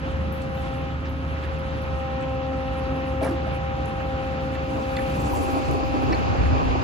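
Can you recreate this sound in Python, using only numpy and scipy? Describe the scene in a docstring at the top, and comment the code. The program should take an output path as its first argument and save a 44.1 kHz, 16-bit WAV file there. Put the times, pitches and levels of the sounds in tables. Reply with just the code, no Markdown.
"""Barge crane at a lakefront

A crane lifts a metal frame: its diesel drones from the left and drives a piston pump that whines with the load,
both as sums of harmonics over a throbbing noise; a second engine idles nearby as wavering hum lines.
The frame clinks as summed modes and clunks as noise bursts; boot scuffs and a late rustle are noise bursts.
A pickup draws near on the right as rising bands of noise with ringing thumps, amid a swell of air hiss.
Late on the microphone turns away from the crane and wind buffets it with gusts of low noise and thuds."""
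import sys
import numpy as np
from scipy import signal
from scipy.fft import rfft, irfft, next_fast_len
from scipy.io import wavfile

SR = 44100
rng = np.random.default_rng(int(sys.argv[2]) if len(sys.argv) > 2 else 0)


def wav_out(sig):
    """Save sig, one row per channel (or a flat mono array), as 16-bit PCM at SR to the path in sys.argv[1]."""
    wavfile.write(sys.argv[1], SR, np.round(np.clip(np.atleast_2d(sig).T, -1, 1) * 32767).astype(np.int16))


N = 301203
SIDES = np.array([[.5], [-.5]])   # shares a left-right difference between left and right

# Columns named pan_db give left minus right; lead_rad is the phase by which left leads.
# Piston rate of the pump, sagging under load: start_s, rate_hz
PISTON_RATE = [(0, 265.3), (.3, 266), (.7, 264.8), (.9, 266.2), (1.3, 267), (1.7, 265.7), (2.1, 264.2),
               (2.4, 263.9), (3.7, 265), (4.3, 264.2), (4.9, 264.8), (6.83, 264.8)]
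# Engine orders: multiple_of_shaft_rate, mean_rms_db
ENGINE_ORDERS = [(3, -59.5), (5, -51), (6, -46.5), (7, -46), (8, -45.5), (9, -53.5), (11, -49.5),
                 (12, -52.5), (13, -49.5), (15, -54), (16, -49.5), (17, -61.5), (18, -56), (20, -59),
                 (29, -57.5)]
# Levels of the two lowest tones, with a short wind thud in the hum near 6.5 s:
# start_s, low_hum_rms_db, first_pump_harmonic_rms_db
LOW_TONE_LEVELS = [(0, -37, -39), (.2, -27, -45), (.55, -35, -52), (.75, -36, -37.5), (.9, -31, -40),
                   (1.25, -30.5, -40.5), (1.6, -30.5, -54), (2.0, -32, -48), (2.2, -34.5, -36.5),
                   (3.3, -31, -37), (3.6, -31.5, -49.5), (4.3, -35, -37), (5.1, -36, -38.5),
                   (5.7, -33.5, -36.5), (6.05, -39, -30.5), (6.3, -36, -43), (6.52, -19.5, -30),
                   (6.65, -34, -29.5), (6.83, -33, -32)]
# Whine swelling with the load: start_s, second_harmonic_rms_db, third_harmonic_rms_db
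WHINE_LEVELS = [(0.0, -51, -56), (0.04, -37, -60), (0.05, -35.5, -49.5), (0.44, -37.5, -47),
                (0.55, -37, -41), (0.86, -35, -40), (0.91, -41, -42), (1.0, -46, -53), (1.05, -38, -51),
                (1.12, -41.5, -51), (1.2, -41, -50.5), (1.41, -39, -51), (1.81, -36, -47),
                (2.04, -33.5, -34.5), (2.2, -31, -36.5), (3.19, -31.5, -38), (3.25, -28, -40),
                (3.31, -32, -39), (3.65, -33.5, -36), (4.19, -32.5, -36.5), (4.7, -32.5, -40),
                (5.04, -29.5, -34), (5.14, -31, -37), (5.4, -33, -34), (5.46, -32.5, -33.5),
                (5.85, -37.5, -35), (6.1, -32.5, -35), (6.5, -31.5, -34), (6.83, -36.5, -34)]
# Place of the first pump harmonic: pan_db, lead_rad
FIRST_HARMONIC_PLACE = (-1.3, 0.17)
# Wandering place of the whine: start_s, second_pan_db, second_lead_rad, third_pan_db, third_lead_rad,
# upper_lead_rad
WHINE_PLACES = [(0, 3.4, 0.82, 5, 0.5, .8), (.4, 11.4, 0.69, 4, 0, 0.68), (.85, 6.6, 1.6, 0.5, 0, .8),
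                (1.1, 3.2, .1, 11, -1, .8), (1.6, 7.2, 0.45, 10, 0.2, 0.66),
                (2.0, 5.1, 0.95, 2.5, -1.14, 0.87), (3.2, 4.8, 1.04, 0.5, 1, 0.75),
                (3.8, 4.3, 1.7, 1, 0.4, 2.3), (4.4, 4.7, 0.74, 1, 0.65, 1.5), (5.3, 4.4, 1.9, 2, 1.2, 3.9),
                (5.85, 13.5, 0.36, 5, 1.0, 4.1), (6.1, 5.5, 2.47, 1, 1.5, 4.5),
                (6.83, 4.7, 3.2, 3, 2.5, 2.6)]
# Flutter spread of pump harmonics 1 to 3: spread_db
PUMP_FLUTTER = [2, 0.64, 0.23]
# Upper pump harmonics: multiple_of_piston_rate, db_over_mean_of_harmonics_2_and_3
UPPER_HARMONICS = [(4, -15), (5, -16), (7, -23), (9, -28), (10, -23.5), (11, -25)]
# Hum lines of a second engine idling nearby: pitch_hz, mean_rms_db
IDLE_LINES = [(60.5, -48), (105.5, -44.5), (133, -46), (160, -42)]
# Crane roar: frequency_hz, relative_db_per_hz
ROAR_SPECTRUM = [(20, -41), (35, -24), (62, 2.5), (90, -9), (160, -6.5), (200, -11), (300, -16),
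                 (450, -18.5), (900, -18.5), (1300, -18), (2100, -24), (2650, -24), (3200, -30),
                 (6700, -48), (8400, -69)]
# Likeness of the roar on both sides: frequency_hz, shared_power_share
ROAR_LIKENESS = [(60, 0.57), (300, 0.81), (1200, 0.43), (2700, 0.69), (5000, 0.34), (9000, 0.2)]
# Clinks of the frame: start_s, peak_db, contact_from_hz, contact_to_hz, share_of_free_ring_time
FRAME_CLINKS = [(3.214, -20.5, 600, 690, 1), (3.224, -20, 240, 310, .7), (3.232, -23, 770, 900, .6),
                (3.252, -26, 620, 780, 1), (3.288, -23, 240, 310, 1), (3.308, -21, 310, 370, 1),
                (3.236, -30, 2100, 2450, 1.2), (3.256, -30, 1550, 2050, 1), (3.276, -30, 1500, 1700, .8),
                (3.468, -25, 670, 780, .4), (3.857, -42, 6000, 12000, 1), (4.0055, -27, 1200, 1700, .45),
                (4.551, -31, 1600, 4000, 1), (4.9667, -31, 3950, 4650, .45), (4.967, -39, 6200, 13000, 1),
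                (4.9675, -31, 3300, 3700, 1), (4.968, -32, 2500, 2750, .7), (4.969, -29, 1900, 2060, .5),
                (4.987, -33, 2200, 2400, .4), (4.989, -26, 1700, 1860, .8), (5.710, -38, 6000, 14000, 1),
                (6.1255, -31, 5200, 5700, .45), (6.125, -25, 1700, 2080, .7), (6.128, -30, 4150, 4450, 1.2),
                (6.130, -25, 2150, 2700, 1.5), (6.145, -34, 3800, 4800, .8), (6.152, -33, 1200, 1700, .8)]
# Modes of the free frame: pitch_hz, relative_db, free_t60_s
FRAME_MODES = [(280, 0, .15), (335, 0, .15), (655, 0, .2), (725, -2, .15), (820, -2, .15), (1300, -2, .05),
               (1450, -5, .05), (1620, -2, .05), (1780, -1, .06), (1980, 0, .05), (2300, 0, .05),
               (2620, -3, .03), (3500, -2, .025), (4100, -3, .025), (4300, -2, .035), (4600, -3, .025),
               (5450, -3, .03), (6400, -8, .02), (7300, -8, .02), (10800, -10, .02), (12300, -16, .015)]
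# Clunk of the frame, then two as it rocks back: start_s, level_db, tilt_db_per_octave, pan_db
# (the tilt acts on the distance from the second clunk band, up or down)
FRAME_CLUNKS = [(3.205, -22, -0.65, 0), (3.47, -37, -10, -11.5), (3.74, -36, -7, -11)]
# Bands of each clunk: from_hz, to_hz, relative_db, lag_s, rise_s, t60_s
CLUNK_BANDS = [(245, 465, -11, 0.0068, 0.016, 1.0), (487, 890, -7, 0.011, 0.014, 0.5),
               (740, 1270, -7.5, 0.039, 0.0081, .4), (1070, 2100, -16, 0.01, 0.015, 0.65),
               (3200, 7700, -17.5, 0.0074, 0.021, 0.45), (9000, 11400, -20.5, 0.016, 0.0067, 0.25)]
# A low moan at the start, boot scuffs, faint ticks and, near 6.4 s, a broad rustle in the gusts:
# start_s, level_db, rise_s, t60_s, from_hz, to_hz
SCUFFS_AND_RUSTLE = [(.1, -33, 0.12, 2.4, 175, 240), (0.317, -59, 0.0073, 0.37, 8900, 16000),
                     (0.413, -50, .005, 0.16, 4960, 13000), (.54, -56, .011, 0.12, 9000, 16000),
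                     (1.045, -39, 0.013, 0.11, 2500, 6760), (1.085, -57, .01, 0.12, 9500, 16000),
                     (1.362, -34, 0.003, .05, 1100, 2200), (1.427, -38, 0.003, .06, 1500, 4700),
                     (1.42, -40, 0.012, 0.32, 1300, 5000), (1.443, -40, 0.004, 0.12, 1600, 3300),
                     (1.505, -41, 0.004, 0.08, 1000, 3400), (1.05, -40, .004, 0.08, 1400, 1850),
                     (1.585, -56, 0.0041, 0.049, 8500, 13000), (1.815, -57, .008, .1, 9000, 15500),
                     (2.2, -50, .01, 0.13, 4000, 8950), (6.36, -34, 0.046, 0.67, 1100, 2600),
                     (6.48, -41, 0.05, 0.76, 1100, 2600)]
# Grit noise behind these bursts and the clunks: frequency_hz, relative_db_per_hz
GRIT_SPECTRUM = [(150, 34), (1000, -9), (16000, -40)]
# Broad noise of the pickup: frequency_hz, relative_db_per_hz
PICKUP_SPECTRUM = [(1000, 9), (1300, 3), (1600, -14.5), (2100, -1.5), (2400, 7), (2640, 7.5), (2950, -3),
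                   (3700, -6), (4500, -1), (5400, -8), (7000, -12), (8400, -33)]
# Rumble of the pickup: frequency_hz, relative_db_per_hz
RUMBLE_SPECTRUM = [(200, -3), (290, -5), (400, -8.5), (600, -10.5), (950, -9.5), (1200, -10.5), (1600, -55)]
# Low thumps of the pickup, the last a wind thud: start_s, level_db, pitch_hz, t60_s
LOW_THUMPS = [(5.099, -20.5, 150, 0.13), (5.331, -18, 968, 0.051), (5.56, -15.5, 287, 0.13),
              (5.679, -17.5, 136, 0.29), (5.885, -18, 280, .1), (5.935, -17, 298, 0.12),
              (6.51, -18, 105, 0.25)]
# Air hiss: frequency_hz, relative_db_per_hz
HISS_SPECTRUM = [(5000, -3.5), (7500, 5.5), (10200, -0.5), (11800, -10.5), (14500, -0.5), (16000, -31)]
# Wind noise: frequency_hz, relative_db_per_hz
WIND_SPECTRUM = [(25, -24), (50, -13), (75, -9.5), (115, -7.5), (180, -14.5), (300, -25)]
# Gusts on the microphone: centre_s, top_db, half_width_s (to 1/e of the top amplitude)
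WIND_GUSTS = [(.15, -39, 0.17), (.7, -41.5, 0.53), (5.5, -33, 0.49), (6.4, -28, 0.037), (6.52, -33, 0.019),
              (6.45, -24.5, 0.48), (6.72, -31.5, 0.062)]
# Treble colour of the whole sound: frequency_hz, gain_db
TREBLE_COLOUR = [(7600, -0.5), (8300, 6), (8750, -13), (9300, 0.5), (12300, 7), (13300, -13.5), (14300, 11)]
# Bass swing of the stereo image: frequency_hz, added_lead_rad
BASS_SWING = [(40, .6), (90, 1.0), (125, 1.8), (185, 2.6), (220, 3.4), (260, 4.8), (330, 2 * np.pi)]

# Crane
PULSES_PER_TURN, FIRINGS_PER_TURN = 14, 4
HUM_WAVER_DB, UPPER_FLUTTER_DB = 0.7, 2.8
IDLE_WAVER_DB, IDLE_WANDER_TURNS = 2, 0.16
SIDE_LINE_HZ, SIDE_LINE_DB = 1274, -53.5   # thin wavering tone just under the 5th pump harmonic
ROAR_DB, ROAR_DB_PER_LOAD_DB = -30.5, 0.22   # level at full load before the turn
TURN_FROM_S, TURN_TO_S = 4.65, 9.8   # the microphone's turn is still under way at the end
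ROAR_TURN_DB, TURN_FLUTTER_DB = 7, 1   # added to roar and whine flutter by a whole turn
# Frame and boots
CONTACT_S, RATTLE_DEPTH, RATTLE_HZ = .002, .12, 300
CLATTER_DB, CLATTER_HZ = 2.5, 80   # uneven grains of the bursts above the bass
SCUFF_PAN_DB = -6.5
# Pickup: draws near at a steady dB rate, then stays
ARRIVE_S = 5.58
PICKUP_DB, PICKUP_FAR_DB, PICKUP_DB_PER_S = -42, -66.5, 9.5
RUMBLE_DB, RUMBLE_FAR_DB, RUMBLE_DB_PER_S = -27.5, -44, 10.5
LUMPS_DB, LUMPS_HZ = 3, 14.4
DRONE_HZ, DRONE_WIDTH_HZ, DRONE_DB = 287, 20, -12   # level relative to the rumble
DRONE_SURGE_DB, DRONE_FADE_FROM_S, DRONE_FADE_DB_PER_S = 3.0, 5.83, 37
THUMP_RISE_S = .008
# Background and microphone
HISS_TOP_S, HISS_DB, HISS_FAR_DB = 5.37, -47.5, -67
HISS_RISE_DB_PER_S, HISS_FALL_DB_PER_S = 18.5, 20
BREEZE_DB = -55.5
SWING_FROM_S, SWING_TAKES_S = 5.3, 0.0099
CUTOFF_HZ = 16200


def from_db(db):
    """Level: a gain is ten to the power of dB over 20."""
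    return 10 ** (np.asarray(db) / 20)


def power_sum(*levels_db):
    """Incoherent addition: the powers of unrelated parts add."""
    return 10 * np.log10(sum(from_db(db) ** 2 for db in levels_db))


def rms_one(x):
    """Normalisation: a signal is divided by its root mean square."""
    return x / np.sqrt(np.mean(x ** 2) + 1e-20)


def in_time(rows):
    """Linear interpolation: each column of a time table becomes one value a sample."""
    seconds, *columns = np.transpose(rows)
    return [np.interp(np.arange(N) / SR, seconds, column) for column in columns]


def at_hz(points, hz):
    """Logarithmic interpolation: a frequency table is read on a log-frequency axis."""
    table = np.array(points)
    return np.interp(np.log(hz), np.log(table[:, 0]), table[:, 1])


def drift(rate_hz):
    """Random modulation: noise through a double low-pass pole wanders slowly with spread 1."""
    step = 40   # samples between drawn values
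    pole = np.exp(-2 * np.pi * rate_hz * step / SR)
    draws = rng.standard_normal(N // step + 2002)
    slow = signal.lfilter([1], [1, -2 * pole, pole * pole], draws)[2000:]   # settled part
    return np.interp(np.arange(N) / step, np.arange(len(slow)), rms_one(slow))


def tone(turns, db, pan_db, lead_rad):
    """Sinusoid: phase in turns gives a sine of the given rms level, placed by level and phase."""
    gain = np.sqrt(2) * from_db(db + pan_db * SIDES)
    phase = 2 * np.pi * (turns + rng.random())
    return gain * np.sin(phase + lead_rad * SIDES)


def noise(spectrum, alike, lead_ms, patchy_db):
    """Partial coherence: shared and separate noise make a stereo field whose half-octave bands flicker."""
    size = next_fast_len(N)
    hz = np.maximum(np.arange(size // 2 + 1) * SR / size, 1)
    shared, left, right = rfft(rng.standard_normal((3, size)))
    likeness = np.clip(alike(hz), 0, 1)
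    early = np.exp(1j * np.pi * hz * lead_ms / 1000)   # half the lead on each side
    pair = np.sqrt(likeness) * shared * [early, 1 / early]
    pair += np.sqrt(1 - likeness) * np.array([left, right])
    low_hz, high_hz = spectrum[0][0], spectrum[-1][0]
    pair *= from_db(at_hz(spectrum, hz)) * (hz >= low_hz) * (hz <= high_hz)
    half_octaves = 2 * np.log2(hz / low_hz)
    together = drift(2.5)
    out = 0
    for k in range(int(2 * np.log2(high_hz / low_hz)) + 2):
        band = irfft(pair * np.clip(1 - abs(half_octaves - k), 0, 1), size)[:, :N]
        out = out + band * from_db(patchy_db * (.5 * together + drift(12.0)))
    return rms_one(out)


def diesel(shaft, hum_db):
    """Harmonic series: low hum at the firing rate and other shaft orders follow one rotation."""
    out = tone(FIRINGS_PER_TURN * shaft, hum_db + HUM_WAVER_DB * drift(16.0), -0.11, 0.11)
    for order, db in ENGINE_ORDERS:
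        out += tone(order * shaft, db + 0.44 * drift(4.0), -1.8, 0.68)
    return out


def pump(pulses, first_db, second_db, third_db, turn):
    """Periodic flow pulses: harmonics of the piston rate swell with the load."""
    second_pan_db, second_lead, third_pan_db, third_lead, upper_lead = in_time(WHINE_PLACES)
    places = [FIRST_HARMONIC_PLACE, (second_pan_db, second_lead), (third_pan_db, third_lead)]
    out = 0
    for k, (db, (pan_db, lead)) in enumerate(zip([first_db, second_db, third_db], places)):
        flutter_db = PUMP_FLUTTER[k] + TURN_FLUTTER_DB * turn * (k > 0)
        out = out + tone((k + 1) * pulses, db + flutter_db * drift(4.8), pan_db, lead)
    whine_db = (second_db + third_db) / 2
    for k, db in UPPER_HARMONICS:   # these flutter quickly at random
        flutter_db = UPPER_FLUTTER_DB * drift(26.0)
        out += tone(k * pulses + 0.25 * drift(1.65), whine_db + db + flutter_db, 2.0, upper_lead)
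    side_turns = SIDE_LINE_HZ * np.arange(N) / SR + 0.47 * drift(2.7)
    return out + tone(side_turns, SIDE_LINE_DB + 2.0 * drift(4.4), 2.5, 0.76)


def crane_roar(shaft, pulses, load_db, turn):
    """Amplitude modulation: broadband roar throbs with each shaft turn and pump pulse."""
    throb_db = 0.12 * np.sin(2 * np.pi * shaft) + 0.5 * np.sin(2 * np.pi * pulses)
    level_db = ROAR_DB + ROAR_TURN_DB * turn + ROAR_DB_PER_LOAD_DB * load_db + throb_db
    roar = noise(ROAR_SPECTRUM, lambda hz: at_hz(ROAR_LIKENESS, hz), lead_ms=.28, patchy_db=1.1)
    return roar * from_db(level_db - 1.6 * SIDES)


def crane(turn):
    """Common drive: integrating one piston rate gives the phase of diesel, pump and throbbing roar."""
    pulses = np.cumsum(in_time(PISTON_RATE)[0]) / SR
    shaft = pulses / PULSES_PER_TURN
    hum_db, first_db = in_time(LOW_TONE_LEVELS)
    second_db, third_db = in_time(WHINE_LEVELS)
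    load_db = second_db - second_db.max()
    out = diesel(shaft, hum_db) + pump(pulses, first_db, second_db, third_db, turn)
    return out + crane_roar(shaft, pulses, load_db, turn)


def clinks():
    """Modal excitation: each contact rings the frame modes in and near its own band."""
    out = np.zeros(N)
    strengths_db = rng.normal(0, 1.5, (len(FRAME_CLINKS), len(FRAME_MODES)))
    t = np.arange(SR // 8) / SR
    pole = np.exp(-2 * np.pi * RATTLE_HZ / SR)
    rattle = rms_one(signal.lfilter([1], [1, -pole], rng.standard_normal(len(t))))
    for (s, db, low_hz, high_hz, share), own_db in zip(FRAME_CLINKS, strengths_db):
        ring = np.zeros(len(t))
        for (hz, mode_db, t60), extra_db in zip(FRAME_MODES, own_db):
            mode = from_db(mode_db + extra_db - 60 * t / (share * t60)) * np.sin(2 * np.pi * hz * t)
            ring += mode / (1 + (hz / high_hz) ** 24) / (1 + (low_hz / hz) ** 24)
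        ring *= 1 + RATTLE_DEPTH * rattle       # loose joints smear the ring
        ring *= np.minimum(t / CONTACT_S, 1)    # the contact takes a moment
        i = round(s * SR)
        out[i:i + len(t)] += from_db(db) * ring / np.abs(ring).max()
    return np.array([out * from_db(-1.2), np.roll(out, -1) * from_db(1.2)])   # right one sample early


def clunk_bursts():
    """Spectral decomposition: each clunk is a set of band bursts with their own lag, rise and decay."""
    bursts = []
    for s, db, tilt_db, pan_db in FRAME_CLUNKS:
        for low_hz, high_hz, band_db, lag, rise, t60 in CLUNK_BANDS:
            octaves = abs(np.log2(low_hz / CLUNK_BANDS[1][0]))
            level_db = db + band_db + tilt_db * octaves
            bursts.append((s + lag, level_db, rise, t60, low_hz, high_hz, pan_db))
    return bursts


def noise_bursts():
    """Filtered noise: clunks, scuffs and rustle are band-passed grit that rises, then decays exponentially."""
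    grit = noise(GRIT_SPECTRUM, lambda hz: .85 + 0 * hz, lead_ms=-.01, patchy_db=1.0)
    out = np.zeros((2, N))
    grains_db = CLATTER_DB * drift(CLATTER_HZ)
    bursts = [(*row, SCUFF_PAN_DB) for row in SCUFFS_AND_RUSTLE] + clunk_bursts()
    for s, db, rise, t60, low_hz, high_hz, pan_db in bursts:
        i = round(s * SR)
        t = np.arange(min(round(t60 * SR / 2), N - i)) / SR   # down to 30 dB of decay
        band = signal.butter(2, [low_hz, high_hz], "band", fs=SR, output="sos")
        burst = signal.sosfilt(np.vstack([band, band]), grit[:, i:i + len(t)])
        burst *= from_db(grains_db[i:i + len(t)] * (low_hz > 500))
        envelope = np.minimum(t / rise, 1) ** 2 * from_db(db + pan_db * SIDES - 60 * t / t60)
        out[:, i:i + len(t)] += rms_one(burst) * envelope
    return out


def pickup_rush(to_go_s):
    """Approach: broad noise, led by the right, rises at a steady dB rate out of a faint floor."""
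    level_db = power_sum(PICKUP_DB - PICKUP_DB_PER_S * to_go_s, PICKUP_FAR_DB)
    rush = noise(PICKUP_SPECTRUM, lambda hz: .5 + 0 * hz, lead_ms=-.41, patchy_db=.7)
    return rush * from_db(level_db - 3 * SIDES)


def pickup_rumble(t, to_go_s):
    """Rolling noise and resonance: lumpy low noise also feeds a narrow resonant drone."""
    level_db = power_sum(RUMBLE_DB - RUMBLE_DB_PER_S * to_go_s, RUMBLE_FAR_DB)
    rumble = noise(RUMBLE_SPECTRUM, lambda hz: .9 + 0 * hz, lead_ms=-.41, patchy_db=1.2)
    # lumps as tyres meet rough ground
    rumble = rms_one(rumble * from_db(LUMPS_DB * drift(LUMPS_HZ)))
    resonance = signal.iirpeak(DRONE_HZ, DRONE_HZ / DRONE_WIDTH_HZ, SR)
    drone = rms_one(signal.lfilter(*resonance, rumble))
    fade_db = DRONE_FADE_DB_PER_S * np.maximum(t - DRONE_FADE_FROM_S, 0)
    drone_db = DRONE_DB + DRONE_SURGE_DB * drift(6.0) - fade_db
    return from_db(level_db) * (rumble + drone * from_db(drone_db))


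def thumps():
    """Damped oscillation: soft blows ring briefly at one pitch, alike on both sides."""
    out = np.zeros(N + SR)
    t = np.arange(SR // 4) / SR
    for (s, db, hz, t60), start_turn in zip(LOW_THUMPS, rng.random(len(LOW_THUMPS))):
        i = round(s * SR)
        envelope = from_db(db - 60 * t / t60) * np.minimum(t / THUMP_RISE_S, 1)
        out[i:i + len(t)] += envelope * np.sin(2 * np.pi * (hz * t + start_turn))
    return out[:N]


def idling_engine(t):
    """Phase and amplitude modulation: steady hum lines waver in level and wander in phase."""
    out = np.zeros((2, N))
    for hz, db in IDLE_LINES:
        turns = hz * t + IDLE_WANDER_TURNS * drift(1.75)
        out += tone(turns, db + IDLE_WAVER_DB * drift(2.7), -1.5, 0.41)
    return out


def air_hiss(t):
    """Swelling noise: treble hiss rises and sinks at steady dB rates around its top."""
    swell_db = np.minimum(HISS_RISE_DB_PER_S * (t - HISS_TOP_S), HISS_FALL_DB_PER_S * (HISS_TOP_S - t))
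    level_db = power_sum(HISS_DB + swell_db, HISS_FAR_DB)
    hiss = noise(HISS_SPECTRUM, lambda hz: 1.0 + 0 * hz, lead_ms=-0.1787, patchy_db=3.5)
    return from_db(level_db) * hiss


def wind(t):
    """Wind buffeting: Gaussian gusts over a steady breeze shape low noise."""
    gain = from_db(BREEZE_DB)
    for s, db, width in WIND_GUSTS:
        gain = gain + from_db(db) * np.exp(-((t - s) / width) ** 2)
    return gain * noise(WIND_SPECTRUM, lambda hz: .9 + 0 * hz, lead_ms=.1, patchy_db=2.5)


def scene():
    """Superposition: all sources add at the two microphone ports."""
    t = np.arange(N) / SR
    turn = np.clip((t - TURN_FROM_S) / (TURN_TO_S - TURN_FROM_S), 0, 1)
    to_go_s = np.maximum(ARRIVE_S - t, 0)
    foreground = crane(turn) + clinks() + noise_bursts()
    approach = pickup_rush(to_go_s) + pickup_rumble(t, to_go_s) + thumps()
    background = idling_engine(t) + air_hiss(t) + wind(t)
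    return foreground + approach + background


def record(dry):
    """Linear filtering: treble colour, a bass image that swings wide once, then a steep top cut."""
    size = next_fast_len(N + SR // 4)
    hz = np.maximum(np.arange(size // 2 + 1) * SR / size, 1)
    coloured = rfft(dry, size) * from_db(at_hz(TREBLE_COLOUR, hz))
    left, right = irfft(coloured, size)[:, :N]
    late = irfft(coloured[1] * np.exp(-1j * at_hz(BASS_SWING, hz)), size)[:N]
    swung = np.clip((np.arange(N) / SR - SWING_FROM_S) / SWING_TAKES_S, 0, 1)
    pair = np.array([left, right + swung * (late - right)])
    top_cut = signal.cheby2(16, 70, CUTOFF_HZ, fs=SR, output="sos")   # 70 dB down from the cutoff up
    return signal.sosfilt(top_cut, pair)


dry = scene()
out = record(dry)
wav_out(out)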